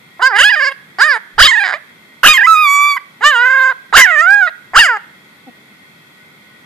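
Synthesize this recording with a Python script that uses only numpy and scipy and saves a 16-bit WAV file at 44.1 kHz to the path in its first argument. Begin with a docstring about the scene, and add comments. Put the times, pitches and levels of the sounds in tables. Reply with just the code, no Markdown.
"""Under the hiss of the air in a walled yard a machine whines far away, from start to end.
Close to a two-port microphone a puppy yelps and howls seven times: fold pulses and breath ring in chest,
mouth, throat and head. The walls answer with sparse echoes, puffs of its breath rumble on the ports and
the loud starts overload the recorder. Last comes a tiny grunt, a few low closed-mouth cycles."""
import sys
import numpy as np
from scipy import signal
from scipy.fft import rfft, irfft, next_fast_len
from scipy.io import wavfile
from scipy.ndimage import uniform_filter1d

SR = 44100
rng = np.random.default_rng(int(sys.argv[2]) if len(sys.argv) > 2 else 0)


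def generate_wav(signal):
    """Clip the signal to [-1, 1] and save it as 16-bit WAV at the path in sys.argv[1]."""
    frames = np.transpose(np.atleast_2d(signal))
    scaled = np.clip(frames, -1, 1) * 32767
    pcm = np.round(scaled).astype(np.int16)
    wavfile.write(sys.argv[1], SR, pcm)


N = 293294


def amp(db):
    """Gain from dB."""
    return 10 ** (np.asarray(db) / 20)


def evened(x):
    """Scales to rms 1."""
    return x / np.sqrt(np.mean(x ** 2) + 1e-20)


def read(points, hz):
    """Value of a (Hz, value) table on a log-frequency axis."""
    f, value = np.transpose(points)
    return np.interp(np.log(hz + 1), np.log(f + 1), value)


def add(mix, s, sound):
    """Mixes a sound in at s seconds."""
    part = mix[..., round(s * SR):][..., :sound.shape[-1]]
    part += sound[..., :part.shape[-1]]


def resonate(x, hz, width):
    """Shifts the curve hz down to zero, smooths, and shifts back: a resonance of gain 1."""
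    turn = np.exp(2j * np.pi * np.cumsum(hz * np.ones(len(x))) / SR)
    r = np.exp(-np.pi * width / SR)
    return 2 * (turn * signal.lfilter([1 - r], [1, -r], x / turn)).real


def steep(x, hz, width):
    """A resonance with steep skirts, from four stages of which width is the narrowest."""
    for wider in (1, 2, 2.5, 3):
        x = resonate(x, hz, wider * width)
    return x


def air():
    """Hiss of the air: random short-time spectra with faint drifting patches, partly alike at both ports."""
    # Colour of the hiss. Each row: frequency in Hz, relative level in dB per Hz.
    colour = [(18, -85.5), (30, -90), (151, 1.5), (516, -11), (573, -11), (687, -13), (1350, -9.5),
              (1460, -7.5), (1630, -16), (2060, -3), (2960, -20.5), (3290, -11.5), (5840, -27),
              (13800, -25.5), (15300, -43.5)]
    # Likeness of the two ports. Each row: frequency in Hz, left-right correlation from -1 to 1.
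    likeness = [(60, 0.64), (180, 0.96), (540, 0.4), (1640, -0.091), (4940, 0.022), (14900, -0.047)]
    # Balance of the two ports. Each row: frequency in Hz, left over right in dB.
    balance = [(60, 4), (150, 0), (380, 2.5), (950, -3), (2370, -2), (5940, 7.5), (14900, -3.5)]
    level_db = -45
    frames, hz = N // 256 + 5, np.fft.rfftfreq(1024, 1 / SR)
    a, b, c, d, patches = rng.standard_normal((frames, 513, 5)).T
    patches = uniform_filter1d(patches, size=10, axis=0)
    patches = evened(uniform_filter1d(patches, size=14, axis=1))
    same = np.clip(read(likeness, hz), -1, 1)[:, None]
    left = a + 1j * b
    right = same * left + np.sqrt(1 - same ** 2) * (c + 1j * d)
    spectra = np.array([left, right]) * amp(read(colour, hz)[:, None] + 0.5 * patches)
    lean = amp(read(balance, hz) / 2)[:, None]
    hiss = signal.istft(spectra * [lean, 1 / lean], nperseg=1024, noverlap=768)[1][:, :N]
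    return amp(level_db) * evened(hiss)


def machine():
    """Whine of the far machine: noise through narrow resonances, separate noise at each port."""
    # Fuzzy lines. Each row: frequency in Hz, width of the narrower of two stages in Hz, level in dB.
    lines = [(1484, 8, -58), (1912, 12, -53), (2090, 12, -54), (2596, 16, -63), (3290, 100, -58),
             (4270, 14, -69)]

    def whine(noise):
        return sum(amp(db) * evened(resonate(resonate(noise, hz, width), hz, 2 * width))
                   for hz, width, db in lines)

    return np.array([whine(noise) for noise in rng.standard_normal((2, N))])


def tremble(t):
    """Pitch change in % from the trembling stretches, each fading in and out."""
    # Each row: first crest in seconds, end in seconds, rate in Hz, pitch depth in %.
    stretches = [(0.365, 0.409, 74, 4), (0.504, 0.573, 21.7, 5.8), (.588, 0.718, 22, 4.5),
                 (1.46, 1.537, 23.5, 6.24), (1.541, 1.637, 22.5, 6), (2.4, 2.425, 26.3, 10),
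                 (3.424, 3.73, 25, 1.65), (4.048, 4.178, 19.8, 1.7), (4.224, 4.293, 18, 1.9)]
    snap = 1.5  # how abruptly a tremble flips between its high and low side
    first, end, rate_hz, depth = np.transpose(stretches)
    t = t[:, None]
    fade = np.clip(np.minimum((t - first) * rate_hz * 2 + 1, (end - t) * rate_hz * 2), 0, 1)
    wave = np.tanh(snap * np.cos(2 * np.pi * rate_hz * (t - first))) / np.tanh(snap)
    return (fade * wave) @ depth


ONSET_S, ENDING_S = .04, .025  # rough, breathy ends of every cry


def folds(t, hz):
    """One sharp pulse per turn; where the folds falter, pulses alternate, scatter and nearly fail."""
    # Unsteady folds. Each row: start in seconds, end in seconds, strong-weak share, scatter of pulse size
    # (about its rms share), share of pulses that nearly fail.
    rough = [(.36, .44, .04, .08, 0), (1.43, 1.475, .25, .2, 0), (1.635, 1.665, .7, .3, .1),
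             (1.665, 1.74, .5, .6, .4), (2.262, 2.284, .3, .5, .1), (2.284, 2.325, .13, .1, 0),
             (3.965, 4.02, .2, .4, .05), (4.775, 4.82, .1, .25, 0)]
    # the same three shares at both ends of every cry
    ends = [(t[0], t[0] + ONSET_S, 0, .1, 0), (t[-1] - ENDING_S, t[-1], .15, .22, .05)]
    turns = np.cumsum(hz) / SR
    start = np.flatnonzero(np.diff(np.floor(turns))) + 1
    late = (turns[start] % 1) * SR / hz[start]  # part of a sample, so the pulses sit between samples
    count = len(start)
    chance, size, slip = rng.random((count, 3)).T, np.ones(count), np.zeros(count, int)
    for t0, t1, alternate, scatter, fail in ends + rough:
        inside = (t[start] >= t0) & (t[start] < t1)
        varied = 1 + alternate * (-1) ** np.arange(count)
        varied = varied * (1 + scatter * 3.14 * (chance[0] - .5))
        size = np.where(inside, varied * np.where(chance[1] < fail, .3, 1), size)
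        slip[inside] = (scatter ** 2 * chance[2] * SR / hz[start])[inside]  # uneven pulses also come late
    lag, out = np.arange(-12, 13), np.zeros(len(t) + 99)
    x = lag + late[:, None]
    shape = np.sinc(.8 * x) * (1 + np.cos(np.pi * x / 13))
    np.add.at(out, (start + slip)[:, None] + lag + 12, size[:, None] * shape)
    return out[12:][:len(t)] * np.sqrt(SR / hz) / 2, turns


def head(drive, hiss, pose_db):
    """Treble resonances of the head, of alternating sign, each with its own random slow change of level."""
    # Each row: frequency in Hz, width of the narrowest stage in Hz.
    modes = [(3800, 596), (4800, 630), (6900, 1470), (9200, 1270), (11700, 1540)]
    drift = uniform_filter1d(rng.standard_normal((len(modes), len(drive))), size=2000)
    drift_db = 4.5 * evened(uniform_filter1d(drift, size=1200))
    source = drive + 0.044 * hiss
    return sum((-1) ** k * amp(pose_db[k] + drift_db[k]) * steep(source, *mode)
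               for k, mode in enumerate(modes))


def catches(t):
    """Level change in dB where the voice catches for an instant, a smooth bump each time."""
    # Each row: middle in seconds, level change in dB.
    moments = [(.213, -5), (.291, -1.5), (.379, -7.5), (0.428, -6), (.556, -7), (0.588, -4), (1.505, -3),
               (2.338, 1), (2.364, -2), (2.402, -6), (2.4327, -1.5), (2.464, -8), (3.497, -3),
               (4.223, -0.5), (4.879, -5)]
    at, change_db = np.transpose(moments)
    return np.exp(-.5 * ((t[:, None] - at) / 0.0046) ** 2) @ change_db  # 4.6 ms: standard deviation


def cry(rows, lift_db, stretch, pose_db):
    """Fold pulses and breath pass chest, mouth, throat and head."""
    # resonances: Hz, width of the narrowest stage in Hz
    chest, mouth, throat = (866, 684), (1985, 509), (2910, 482)
    breath_base, breath_ends = .11, .35  # the breath's gain is the square of their sum
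    tremble_db = 0.1543  # level change for each % of pitch
    ring = 0.34  # share of the swell kept when a harmonic crosses the mouth resonance
    s, hz, *columns = np.transpose(rows)
    t = np.arange(s[0], s[-1], 1 / SR)
    level_db, opening, throat_db = (np.interp(t, s, c) for c in columns)
    hz = uniform_filter1d(np.exp(np.interp(t, s, np.log(hz))), size=220, mode="nearest")

    # The chest fades by 18 dB an octave and as the level rises; the treble follows the upper voice.
    chest_db = lift_db - 17 - 18 * np.log2(hz / 550) - 0.76 * (level_db + 4.5)
    treble_db = -19 + 0.44 * throat_db
    both_ends = np.exp((s[0] - t) / ONSET_S) + np.exp((t - s[-1]) / ENDING_S)
    breath = breath_base + breath_ends * both_ends

    shake = tremble(t)
    level_db = level_db + catches(t) + tremble_db * shake
    jitter = evened(uniform_filter1d(rng.standard_normal(len(t)), size=120))
    waver = uniform_filter1d(rng.standard_normal(len(t)), size=900)
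    waver = evened(uniform_filter1d(waver, size=600))  # slow wandering of the pitch
    hz = hz * np.exp(shake / 100) * (1 + .002 * jitter) * (1 + .004 * waver)

    pulses, turns = folds(t, hz)
    # air leaks while the folds are open
    hiss = (.4 + np.exp(-(turns % 1) / .3)) * rng.standard_normal(len(t))
    drive = pulses + breath ** 2 * hiss
    upper = amp(throat_db) * steep(drive, stretch * throat[0], throat[1])
    treble = amp(treble_db) * head(drive, hiss, pose_db)
    body = amp(chest_db) * steep(drive, *chest)
    voice = steep(drive, mouth[0] * opening, mouth[1]) - body - upper + treble
    voice = signal.sosfilt(signal.butter(2, 280, "high", fs=SR, output="sos"), voice)

    # Even out the loudness, then give back a share of its swell.
    power = signal.oaconvolve(voice ** 2, np.hanning(601) / 300, "same")
    loudness = np.sqrt(power.clip(1e-6))
    swell = (loudness / uniform_filter1d(loudness, size=2600)) ** ring
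    fade = signal.windows.tukey(len(t), 400 / len(t))
    return amp(level_db) * swell * voice / loudness * fade


def ports(x):
    """The two ports hear the head with their own colour and phase."""
    # Balance of the voice. Each row: frequency in Hz, left over right in dB.
    balance = [(60, 16.5), (110, 15), (200, 15.5), (380, -15), (700, 0.5), (1280, -9), (2370, -9),
               (4370, 2.5), (8070, 3), (14900, 8.5)]
    # Phase of the voice. Each row: frequency in Hz, left ahead of right in radians.
    phase = [(0, -4.8), (3190, 1.16), (4050, 0.87), (7670, -1), (10300, 3), (13500, -10), (13900, 0.5),
             (15100, -0.5)]
    size = next_fast_len(N)
    hz = np.fft.rfftfreq(size, 1 / SR)
    half = amp(read(balance, hz) / 2) * np.exp(.5j * read(phase, hz))
    pair = np.array([half, 1 / half])
    pair = pair / abs(pair.mean(0)).clip(.6)
    return irfft(rfft(x, size) * pair, size)[:, :N]


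def yard(x):
    """Walls: sparse taps of random sign, one in every 20 samples, each band dying at its own speed."""
    # Each row: frequency in Hz, time to die by 60 dB in seconds.
    decay = [(200, 0.6), (800, 0.4), (1700, 0.55), (4500, 0.33), (9000, 0.25)]
    level_db = -22
    taps = np.zeros((2, SR))
    at = np.arange(500, SR - 20, 20) + rng.integers(0, 20, (2, (SR - 501) // 20))
    np.put_along_axis(taps, at, rng.choice([-1., 1.], at.shape), 1)
    hz, t, spectra = signal.stft(taps, SR, nperseg=256)
    dying = amp(-60 * t / read(decay, hz)[:, None])
    tail = signal.istft(spectra * dying, SR, nperseg=256)[1]
    return amp(level_db) * signal.fftconvolve(x, tail / np.linalg.norm(tail[0]), axes=1)[:, :N]


def puffs():
    """Air from the mouth buffets the ports: lumpy rumble, stronger at the right, that rises, holds and dies."""
    # Each row: start of the hold in seconds, level in dB, hold in seconds.
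    gusts = [(.25, -54, .02), (0.4, -28, .03), (1.017, -34, 0.027), (1.405, -3, 0.013), (2.27, -14, 0.015),
             (2.493, -42, 0.022), (3.245, -47, 0.031), (3.96, -14, .03), (4.325, -78, .01),
             (4.77, -15.5, 0.014)]
    rise, fall = 911.5, 364.5  # dB a second
    lean_db = -2.5  # added at the left port, taken off at the right
    noise = rng.standard_normal((3, N))
    noise = noise[:2] + 4.3 * noise[2]  # mostly alike at both ports
    noise = signal.sosfilt(signal.butter(2, 70, fs=SR, output="sos"), noise)
    t, (s, db, hold) = np.arange(N)[:, None] / SR, np.transpose(gusts)
    level_db = (db - rise * (s - t).clip(0) - fall * (t - s - hold).clip(0)).max(1)
    return evened(noise) * amp(level_db) * amp([[lean_db], [-lean_db]])


def grunt():
    """A few low closed-mouth cycles of falling pitch, ringing at the pitch and in the nose."""
    length, start_hz, level_db = .033, 275, -35  # s, Hz, dB before the fade
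    nose_hz, nose_db = 750, -5
    t = np.arange(0, length, 1 / SR)
    turns = start_hz * t * (1 - 2.5 * t)
    pulses = sum(np.cos(2 * np.pi * k * turns) for k in range(1, 4))
    sound = resonate(pulses, start_hz, 140) + amp(nose_db) * resonate(pulses, nose_hz, 350)
    return amp(level_db) * evened(sound) * np.sin(np.pi * t / length) ** .5


def scene():
    """The puppy close by, its echo from the walls, its puffs on the ports, the air and the far machine."""
    # One table a cry. Each row: time in seconds, pitch in Hz, level in dB, mouth opening as a factor on
    # its resonance, level of the upper voice (the throat resonance) in dB.
    cries = [
        [(0.192, 313, -30, 1.0, -38), (0.226, 500, -7, 0.62, -11.5), (0.274, 538.7, -4, 0.79, -27),
         (0.295, 505.6, -18, 0.68, -30), (0.335, 385.4, -14.5, 0.87, -41), (0.37, 424.4, -7, 0.86, -10.5),
         (0.41, 548, -3, 0.81, -3), (0.45, 825.4, -4.5, 0.8, 1), (0.49, 862.5, -8, 0.9, 3.5),
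         (0.508, 945, -10, 0.79, -17), (0.545, 795, -9, 0.94, -16.5), (0.565, 624, -13.5, 0.81, -19),
         (0.61, 551, -10.5, 0.86, -20), (0.69, 542, -13, 0.89, -19), (0.706, 558, -29, 1.0, -10),
         (0.727, 535, -18.5, 0.8, -4)],
        [(0.983, 354.5, -21, 0.86, -13), (1.02, 521, -1, 0.73, -27), (1.045, 604.6, -8, 0.82, -24.5),
         (1.07, 626, -12, 0.78, -29), (1.109, 564, -8, 0.82, -43), (1.163, 435.6, -16, 0.82, -25),
         (1.182, 455, -22, 0.94, -24)],
        [(1.378, 384, -18.5, 0.77, -9), (1.395, 523.4, 1, 0.75, -12.5), (1.431, 1085, -0.5, 0.77, -0.5),
         (1.458, 1208, -4.5, 0.82, 4), (1.521, 941, -9.5, 0.87, -27), (1.61, 839, -12, 0.94, -30),
         (1.664, 732, -15, 0.88, -21), (1.724, 773.5, -18, 0.78, -25), (1.742, 565, -14.5, 0.98, -29),
         (1.779, 730, -39, 1, -6.5)],
        [(2.23, 447, -5.5, 0.69, -9.5), (2.275, 1213, 5.5, 0.78, 2.5), (2.33, 1245, -9, 0.85, 3),
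         (2.344, 1050, -8.5, 0.85, -3), (2.368, 1059, -8, 0.84, -8), (2.382, 856, -6.5, 0.94, -23),
         (2.428, 823, -6, 0.86, -40), (2.438, 989, -9, 0.85, -31), (2.46, 1010, -2.5, 0.83, -25.5),
         (2.473, 1319, -4.5, 0.76, -23), (2.517, 1306, -4, 0.71, -27), (2.568, 1234, -8.5, 0.83, -23.5),
         (2.604, 1258, -8.5, 0.86, -39), (2.676, 1137, -8.5, 0.8, -22), (2.861, 1159, -9, 0.81, -27),
         (2.921, 1151, -11.5, 0.81, -12), (2.938, 1119, -15.5, 0.83, -21), (2.961, 1156, -19.5, 0.75, -15),
         (2.968, 1022, -13, 0.69, -31), (2.979, 985, -16, 0.9, -35), (2.992, 866, -52, 0.85, -26.5)],
        [(3.206, 387, -30, 1.0, -19), (3.243, 563, -4, 0.64, -13.5), (3.265, 596.6, -2, 0.74, -10.5),
         (3.3, 608.6, -8.5, 0.76, -8.5), (3.32, 554, -10.5, 0.77, -18), (3.365, 465, -10, 0.7, -7),
         (3.45, 501.4, -7.5, 0.8, -31), (3.554, 537.2, -8.5, 0.76, -26), (3.63, 519, -8, 0.72, -31),
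         (3.705, 525.3, -10, 0.72, -33.5), (3.73, 469, -21.5, 0.76, -23)],
        [(3.924, 360, -16.5, 1, -48), (3.94, 566, -7, 0.53, -12.5), (3.98, 1097, 7, 0.81, -5),
         (4.039, 977, -2.5, 0.88, -22.5), (4.069, 763, -10.5, 0.84, -39), (4.165, 587, -11, 0.83, -35),
         (4.204, 617.5, -5.5, 0.84, -50), (4.225, 666, -11, 0.72, -20), (4.315, 806.6, -5, 0.7, -63.5),
         (4.35, 824.4, -6.5, 0.76, -60), (4.4, 809.5, -12, 0.72, -41), (4.43, 734.5, -6.5, 0.68, -45),
         (4.461, 712, -15, 0.67, -31.5), (4.482, 613, -13, 0.85, -41.5), (4.499, 707, -36, 0.87, -1.5)],
        [(4.732, 317.4, -26.5, 1, -40.5), (4.765, 617, 1.5, 0.63, -8.5), (4.795, 950, 0.5, 0.7, -1.5),
         (4.815, 899.4, -3.5, 0.92, -4.5), (4.858, 690, -8.5, 0.84, -15), (4.897, 493.3, -8.5, 0.77, -42),
         (4.955, 419, -16, 0.73, -46), (4.972, 408, -13.5, 0.88, -28), (4.988, 370, -54, 0.84, -15)],
    ]
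    # Pose of the head, one row a cry: left over right in dB, chest in dB, throat resonance as a factor,
    # then five columns with the level of each treble resonance in dB.
    poses = [(1.2, -6, 0.987, -1.5, 5.5, -13, -19, -27), (1.3, -8, 1, 5, 9.5, -8, -4.5, -25),
             (0.2, -0.5, 1.025, 6.5, 8, -7, -16, -26.5), (2.25, -6.5, 0.95, 0, -7, -11, -57, -13),
             (2.8, -7.5, 0.977, 0.5, -9, -9, -33, -22.5), (0.25, -4, 0.962, 3, -5.5, -4.5, -28, -18.5),
             (4.9, -7, 0.989, -22.5, 2.5, -5.5, -20, -25)]
    puppy = np.zeros((2, N))
    for rows, (turn_db, lift_db, stretch, *pose_db) in zip(cries, poses):
        sides = amp([[turn_db / 2], [-turn_db / 2]])
        add(puppy, rows[0][0], cry(rows, lift_db, stretch, pose_db) * sides)
    add(puppy, 5.468, grunt())
    puppy = ports(puppy)
    return puppy + yard(puppy) + puffs() + air() + machine()


def record(dry):
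    """A loud sound turns the bass down for a while; hard clipping at full scale; then the band limit."""
    drive_db, edge_hz = -0.5, 14700
    bass_hz, duck, duck_from_db = 420, .5, -32  # duck: dB of bass lost per dB above duck_from_db
    recovery = 120  # fall of the held level, dB a second
    power = abs(uniform_filter1d((dry ** 2).mean(0), size=400))
    power_db = 10 * np.log10(power + 1e-12)
    fall = np.arange(N) * recovery / SR
    held_db = np.maximum.accumulate(power_db + fall) - fall
    over_db = uniform_filter1d(np.maximum(held_db - duck_from_db, 0), size=2000)
    bass = signal.sosfiltfilt(signal.butter(3, bass_hz, fs=SR, output="sos"), dry)
    ducked = dry - bass * (1 - amp(-duck * over_db))
    clipped = np.clip(amp(drive_db) * ducked, -1, 1)
    band = signal.firwin(255, edge_hz, window=("kaiser", 4), fs=SR)[None]
    return signal.oaconvolve(clipped, band, "same").clip(-1, 1)


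dry = scene()
out = record(dry)
generate_wav(out)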